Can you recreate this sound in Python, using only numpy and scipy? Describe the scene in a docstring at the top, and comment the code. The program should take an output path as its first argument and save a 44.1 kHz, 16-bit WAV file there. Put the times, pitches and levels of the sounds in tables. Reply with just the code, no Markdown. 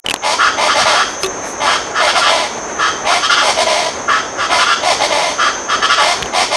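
"""A quick run of dry taps from a feeding bird, then two chachalacas duet in a humid forest.
A hoarse low voice and a shriller one trade short rasping syllables: syrinx pulses ringing in the throat.
Timber near the microphone scatters the calls, and the foliage behind gives them a bright tail.
The feeding bird taps again and knocks once on a log; leaves brush, and there are two soft low bumps.
Insects drone near 6 kHz throughout, over the rush of distant water and leaves."""
import sys
import numpy as np
from scipy import signal
from scipy.fft import rfft, irfft
from scipy.io import wavfile
from scipy.ndimage import uniform_filter1d

SR = 44100
rng = np.random.default_rng(int(sys.argv[2]) if len(sys.argv) > 2 else 0)


def transcribe(u):
    """Save the signal u as a 16-bit wav file named by the first command-line argument.

    u: samples, shape (n,) or (channels, n), limited to [-1, 1]; the rate is SR.
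    q: integer samples, one column per channel.
    """
    v = np.clip(np.atleast_2d(u).T, -1, 1)
    q = np.round(v * 32767).astype(np.int16)
    wavfile.write(sys.argv[1], SR, q)


N = 289296
TIME = np.arange(N) / SR
FREQ = np.arange(N // 2 + 1) * SR / N

# Levels in the tables are relative.
# low bird, a lone note and then "cha-cha-laac":
# t/s, length/s, level/dB, swell/(dB/s), rasp/dB, beak opening/0-1
LOW_SYLLABLES = [ (0.218, .14, -17, 20, -5, 0.85), (0.564, .13, -16, 35, -7, 0.9),
                 (0.736, .102, -16, -20, -3.5, 0.1), (0.843, .185, -17.5, -62, -7, 0.66),
                 (1.595, .17, -18.5, -4, -7, 1), (1.996, .112, -14.5, -1, -7.5, 0.5),
                 (2.136, .084, -15.5, 2, -3.5, 0.6), (2.252, .228, -17.5, -46, -8, 0.5),
                 (3.044, .152, -15.5, -7, -7, .75), (3.403, .122, -15.5, 76, -4, 0.6),
                 (3.56, .083, -14.5, 13, -4.5, .2), (3.657, .254, -18.5, -43, -7, 0.4),
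                 (4.486, .154, -16.5, -16, -6, 0.8), (4.811, .135, -15.5, 70, -5.5, 0.4),
                 (4.99, .081, -14.5, 10, -5, .12), (5.092, .245, -18.5, -29, -7, 0.35),
                 (5.972, .178, -16, -8, -5.5, 0.6), (6.321, 0.13, -15.5, 16, -4.5, 0.64),
                 (6.499, 0.158, -15.5, 15, -3, 0.5), ]
# its throat with the beak shut, with it open, and its rasp: f/Hz, width/Hz, level/dB
LOW_THROAT_SHUT = [(677, 180, 3.5), (900, 250, 1.5), (1190, 120, -12), (1740, 880, -22), (2080, 610, -5),
                   (3300, 1080, -8.5)]
LOW_THROAT_OPEN = [(664, 230, -4.5), (912, 250, 4.5), (1140, 460, -9), (1750, 700, -15.5), (2220, 660, -6),
                   (3280, 750, -9)]
LOW_RASP = [(2600, 210, -14), (3670, 330, -23.5), (4600, 810, 8), (5485, 630, 8.5), (6200, 3700, 0.5),
            (8780, 1270, -5), (10800, 300, -6.5)]
# shrill bird, a lone honk, a pause, three short notes and a longer one:
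# t/s, length/s, level/dB, swell/(dB/s), rasp/dB, second harmonic f/Hz
SHRILL_SYLLABLES = [ (0.383, 0.11, -11, -25, -7.5, 1300), (0.675, 0.062, -13, 0, -5.5, 1285),
                    (0.775, 0.074, -16, -12, -4, 1275), (0.855, 0.079, -15, -100, -3, 1295),
                    (0.924, 0.11, -13.5, -14, -7, 1320), (1.642, 0.13, -14.5, -24, -6, 1300),
                    (1.934, 0.087, -15, 135, -7.5, 1275), (2.07, 0.05, -13.5, 0, -3.5, 1310),
                    (2.143, 0.05, -14.5, 0, -4, 1330), (2.206, 0.1, -14, -12, -3, 1320),
                    (2.78, 0.12, -13.5, -19, -7.5, 1290), (3.094, 0.056, -15, 90, -10, 1310),
                    (3.219, 0.053, -17.5, 0, 1.5, 1270), (3.291, 0.062, -10, -90, -2.5, 1340),
                    (3.359, 0.075, -12.5, -90, -5, 1330), (4.074, 0.13, -13, -62, -9.5, 1295),
                    (4.371, 0.093, -16, 62, -7, 1320), (4.508, 0.055, -17.5, -8, -9, 1250),
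                    (4.579, 0.065, -13, 20, -3, 1340), (4.658, 0.086, -13, 10, -4, 1335),
                    (5.38, 0.12, -12.5, -35, -7.5, 1295), (5.678, 0.08, -15.5, 85, -5, 1300),
                    (5.813, .054, -12.5, 0, -3, 1265), (5.886, 0.065, -11, -50, -3, 1280),
                    (5.963, 0.088, -14.7, -90, -4, 1315), ]
# its throat and rasp resonances: f/Hz, width/Hz, level/dB
SHRILL_THROAT = [(706, 730, -25), (1173, 350, -2), (1604, 315, -2), (2280, 140, -13.5)]
SHRILL_RASP = [(3207, 790, 2.5), (4690, 1100, -5), (5420, 1300, -10.5), (7550, 2300, -20.5)]
# what the foliage sends back: f/Hz, level/dB
FOLIAGE = [(700, -18), (1400, -8.5), (3200, -5), (5000, -3.5), (9000, -6)]
# dry taps of the feeding bird: t/s, level/dB, ring f/Hz, t60/s, share of ring/0-1
TAPS = [ (0.0626, -1, 3030, 0.017, 0.7), (0.086, 0, 2900, 0.016, 0.73), (0.0983, -1, 3020, 0.015, 0.63),
        (0.1094, 6, 2590, 0.0047, 0.53), (0.1135, -2, 2600, 0.022, 0.68), (0.1404, 5, 990, 0.011, 0.39),
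        (0.1618, -4.5, 2900, 0.0037, 0.7), (1.0355, -10, 1710, 0.0076, 1), (1.233, -0.5, 5080, 0.021, 0.48),
        (1.245, -7, 3510, 0.019, 0.4), (1.261, -10, 3740, 0.032, 0.45), (6.2247, 4, 1850, 0.0035, 0.73),
        (6.229, 3.5, 3180, 0.0035, 0.85), (6.259, -12, 3000, 0.011, 0.75), ]
# modes of the log: f/Hz, level/dB, t60/s
LOG_MODES = [(380, 1, 0.23), (1150, -0.5, 0.11), (2600, -1.5, 0.092), (2860, -5, 0.08), (4200, -1, 0.058)]
# soft low bumps and brushing leaves: centre t/s, level/dB, half-length/s
BUMPS = [(.83, -29, 0.021), (6.24, -30, 0.029)]
RUSTLES = [(1.11, -40, 0.045), (1.235, -30, 0.027), (1.49, -33.5, 0.044)]
# noise bands of the bumps, the leaves and the insect haze: f/Hz, width/Hz, level/dB
BUMP_BANDS = [(83.5, 74, -.81), (153, 140, -1.1)]
RUSTLE_BANDS = [(3536, 14000, -2), (8990, 7900, -4)]
HAZE_BANDS = [(6207, 410, 2), (6530, 480, -.5)]
# lines of the insect drone, one pulse rate apart with the carrier in the middle: level/dB
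DRONE_LINES_DB = [-11, -2.5, 1.5, 1, -15]
# fainter insects: f/Hz, level/dB
THIN_TONES = [(5496, -45), (6875, -48)]
# spectrum of the distant rush: f/Hz, level/dB
RUSH_SPECTRUM = [(20, -26), (55, -7), (75, -12), (100, -6.5), (140, -11), (250, -3.5), (400, 1), (600, 1),
                 (1100, -1.5), (2000, -9.5), (3000, -19), (5000, -25), (8000, -27), (11000, -41),
                 (15000, -66)]
# the rush fades in: t/s, level/dB
RUSH_FADE_IN = [(.034, -60), (.046, -4.5), (.2, -5), (.38, 0)]

LOW_HZ, LOW_ARCH, LOW_WANDER = 310.9, .04, .085  # pitch; its mid-syllable lift and wander, as shares
LOW_ATTACK_S, LOW_RELEASE_S = .031, .038
LOW_RASP_ATTACK_S, LOW_RASP_LAG_S = .049, .0055
SHRILL_OVERSHOOT, SHRILL_SETTLE_S = .06, .02  # each note starts sharp by this share and settles
SHRILL_RISE, SHRILL_RASP_RISE = .23, .36  # build-up, as shares of a note's length
SHRILL_RELEASE_S, SHRILL_RASP_LAG_S = .019, .0036
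KNOCK_S, KNOCK_DB = 1.234, -11.5
DRONE_HZ, DRONE_PULSE_HZ = 6191, 166
DRONE_DB, DRONE_DIP_DB, DRONE_CYCLE_S = -36, 6.5, 2.14
RUSH_DB, TOP_HZ = -24, 15700


def low_bird():
    """A hoarse voice through a long windpipe; the pitch arches over each syllable and the rasp trails."""
    age, length, db, swell_db, rasp_db, opening = current_syllable(LOW_SYLLABLES)
    voice = effort(age, length, swell_db, LOW_ATTACK_S, LOW_RELEASE_S)
    rasp = effort(age - LOW_RASP_LAG_S, length, swell_db, LOW_RASP_ATTACK_S, LOW_RELEASE_S)
    arch = np.sin(np.pi * np.clip(age / length, 0, 1))
    hz = LOW_HZ * (1 + LOW_ARCH * arch + LOW_WANDER * walk(18))
    source = syrinx(hz, jitter=.05, flutter_hz=80, flutter=.8, air_db=-8)
    beak_shut = resonate(source, LOW_THROAT_SHUT)
    beak_open = resonate(source, LOW_THROAT_OPEN)
    throat = (1 - opening) * beak_shut + opening * beak_open
    return undb(db) * (undb(3.5) * voice * throat + undb(rasp_db) * rasp * resonate(source, LOW_RASP))


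def shrill_bird():
    """A cracked high voice; its second harmonic sits on the main throat resonance and rings out."""
    age, length, db, swell_db, rasp_db, partial_hz = current_syllable(SHRILL_SYLLABLES)
    voice = effort(age, length, swell_db, SHRILL_RISE * length, SHRILL_RELEASE_S)
    rasp = effort(age - SHRILL_RASP_LAG_S, length, swell_db, SHRILL_RASP_RISE * length, SHRILL_RELEASE_S)
    rasp *= undb(rasp_db)
    sharp = SHRILL_OVERSHOOT * np.exp(-np.maximum(age, 0) / SHRILL_SETTLE_S)
    hz = partial_hz / 2 * (1 + sharp)
    source = syrinx(hz, jitter=.045, flutter_hz=155, flutter=.9, air_db=-5)
    ring = np.sqrt(2) * sine(2 * hz * (1 + .02 * walk(130)))
    clear = np.clip(1.05 - 2.23 * rasp, .2, 1)  # the clear partial breaks up as the rasp grows
    throat = resonate(source, SHRILL_THROAT) + clear * ring
    return undb(db) * (undb(1) * voice * throat + undb(.6) * rasp * resonate(source, SHRILL_RASP))


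def syrinx(hz, jitter, flutter_hz, flutter, air_db):
    """Uneven pulses whose strength flutters with a second membrane; air hisses once a cycle."""
    turns = np.cumsum(hz * (1 + jitter * walk(np.mean(hz) / 2))) / SR
    onsets = np.interp(np.arange(1, int(turns[-1])), turns, np.arange(N))
    places = onsets.astype(int)[:, None] + np.arange(-4, 6)  # each pulse is a ten-sample sinc
    pulses = np.bincount(places.ravel() % N, np.sinc(places - onsets[:, None]).ravel(), N)
    air = noise() * np.exp(-(turns % 1))
    membrane = sine(flutter_hz * (1 + .2 * walk(41)))
    return (unit(pulses) + undb(air_db) * unit(air)) * np.exp(flutter * membrane)


def current_syllable(rows):
    """Time since the latest syllable began, followed by that syllable's other columns."""
    rows = np.array(rows)
    latest = np.maximum(np.searchsorted(rows[:, 0], TIME) - 1, 0)
    start, *columns = rows[latest].T
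    return TIME - start, *columns


def effort(age, length, swell_db, attack_s, release_s):
    """Shape of a syllable: a quick attack, a hold that swells or sags steadily, a quick release."""
    gate = np.clip(np.minimum(age / attack_s, (length - age) / release_s), 0, 1)
    return np.sin(np.pi / 2 * gate) * undb(swell_db * (np.clip(age, 0, length) - length / 2))


def forest(calls):
    """Calls reach the microphone directly, off nearby timber, and as a longer bright tail off leaves."""
    timber = echoes(calls, t60_s=.04, delay_s=0, colouring=.35)
    tail = echoes(calls, t60_s=.46, delay_s=.02, colouring=.4)
    foliage = colour(tail, undb(np.interp(FREQ, *np.transpose(FOLIAGE))))
    return undb(1) * (.45 * calls + .85 * timber) + foliage


def echoes(x, t60_s, delay_s, colouring):
    """A dense, dying cloud of reflections; colouring 0 leaves the timbre alone, 1 combs it fully."""
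    age = np.maximum(TIME[:SR] - delay_s, 0)
    spectrum = rfft(rng.standard_normal(SR) * (1 - np.exp(-age / .004)) * undb(-60 * age / t60_s))
    cloud = irfft(spectrum / np.abs(spectrum) ** (1 - colouring), SR)[:SR * 3 // 4]
    return signal.fftconvolve(x, cloud / np.linalg.norm(cloud))[:N]


def taps():
    """Each tap of the feeding bird is a brief broadband crack and a quickly damped ring."""
    out, age = np.zeros(N), TIME[:SR // 10]
    for s, db, hz, t60, share in TAPS:
        crack = signal.lfilter([.7], [1, -.55], rng.standard_normal(len(age)))
        ring = np.sin(2 * np.pi * hz * age)
        start = int(s * SR)
        out[start:start + len(age)] += undb(db - 60 * age / t60) * (share * ring + (1 - share) * crack)
    return out


def knock():
    """One padded blow rings the log."""
    age = np.maximum(TIME - KNOCK_S, 0)
    push = 1 - np.exp(-age / .0056)
    ring = sum(undb(db - 60 * age / t60) * np.sin(2 * np.pi * hz * age) for hz, db, t60 in LOG_MODES)
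    return undb(KNOCK_DB) * push * ring


def swells(events, bands):
    """Short soft swells of coloured noise: low for a bump, high and wide for brushing leaves."""
    envelope = sum(undb(db) * np.exp(-((TIME - s) / half_s) ** 2) for s, db, half_s in events)
    return envelope * resonate(noise(), bands)


def insects():
    """A pulsed carrier with sidebands that swells in slow cycles, an insect haze and two thin tones."""
    def tone(hz, waver_hz):
        return np.sqrt(2) * sine(hz + waver_hz * walk(40)) * undb(2.5 * walk(24))
    carrier_hz = DRONE_HZ + 4 * walk(43.6)
    drone = sum(undb(db) * tone(carrier_hz + DRONE_PULSE_HZ * k, waver_hz=5.62)
                for k, db in enumerate(DRONE_LINES_DB, start=-2))
    dip = np.cos(np.pi * TIME / DRONE_CYCLE_S) ** 4
    haze = undb(-34.5) * resonate(noise(), HAZE_BANDS)
    thin = sum(undb(db) * tone(hz, waver_hz=8.9) for hz, db in THIN_TONES)
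    fade_in = np.clip(TIME / .23, 0, 1) ** 2
    return fade_in * (undb(DRONE_DB - DRONE_DIP_DB * dip) * drone + haze + thin)


def rush():
    """Water and leaves far from the microphone, wavering a little."""
    hz, db = np.transpose(RUSH_SPECTRUM)
    gain = undb(np.interp(np.log(FREQ + 1), np.log(hz), db))
    fade_db = np.interp(TIME, *np.transpose(RUSH_FADE_IN))
    waver_db = 1.2 * walk(15)
    return unit(colour(noise(), gain)) * undb(RUSH_DB + fade_db + waver_db)


def resonate(x, modes):
    """Pass through steep resonances (f/Hz, width/Hz, level/dB); rms 1."""
    power = sum((undb(db) / (1 + ((FREQ ** 2 - hz ** 2) / (width * FREQ + 1)) ** 2)) ** 2
                for hz, width, db in modes)
    return unit(colour(x, np.sqrt(power)))


def colour(x, gain):
    """Causal filter with the given gain at each frequency."""
    cepstrum = irfft(np.log(gain + 1e-6), N)
    cepstrum[1:N // 2] *= 2
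    cepstrum[N // 2 + 1:] = 0
    return irfft(rfft(x) * np.exp(rfft(cepstrum)), N)


def walk(rate_hz):
    """Smooth random wander of spread 1, rolling off above the rate."""
    return unit(irfft(rfft(noise()) * np.exp(-(FREQ / rate_hz) ** 2), N))


def sine(hz):
    """A sine that follows a moving pitch."""
    return np.sin(2 * np.pi * np.cumsum(hz) / SR)


def noise():
    """White noise of rms 1."""
    return rng.standard_normal(N)


def unit(x):
    """Scale to rms 1."""
    return x / np.sqrt(np.mean(x ** 2))


def undb(db):
    """Decibels to gain."""
    return 10 ** (np.asarray(db) / 20)


def scene():
    """From one spot among the trees: the duet, the small sounds at the log and the forest behind."""
    bumps = swells(BUMPS, BUMP_BANDS)
    rustles = swells(RUSTLES, RUSTLE_BANDS)
    duet = forest(low_bird() + shrill_bird())
    return (duet + insects() + taps() + knock() + bumps + rustles + rush())[None]


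def record(dry):
    """Mono camera microphone: the loudest syllables are held down, peaks rounded, the top octave dulled."""
    power = uniform_filter1d(dry[0] ** 2, size=SR // 50)
    held = dry[0] / (1 + (power / undb(-7.5) ** 2) ** 2) ** (1 / 4)
    rounded = held / (1 + held ** 8) ** (1 / 8)
    dull = colour(rounded, undb(np.interp(FREQ, [10000, 12000, 15000], [0, -8, -30])))
    return signal.sosfilt(signal.ellip(8, .2, 70, TOP_HZ, fs=SR, output="sos"), dull)[None]


dry = scene()
out = record(dry)
transcribe(out)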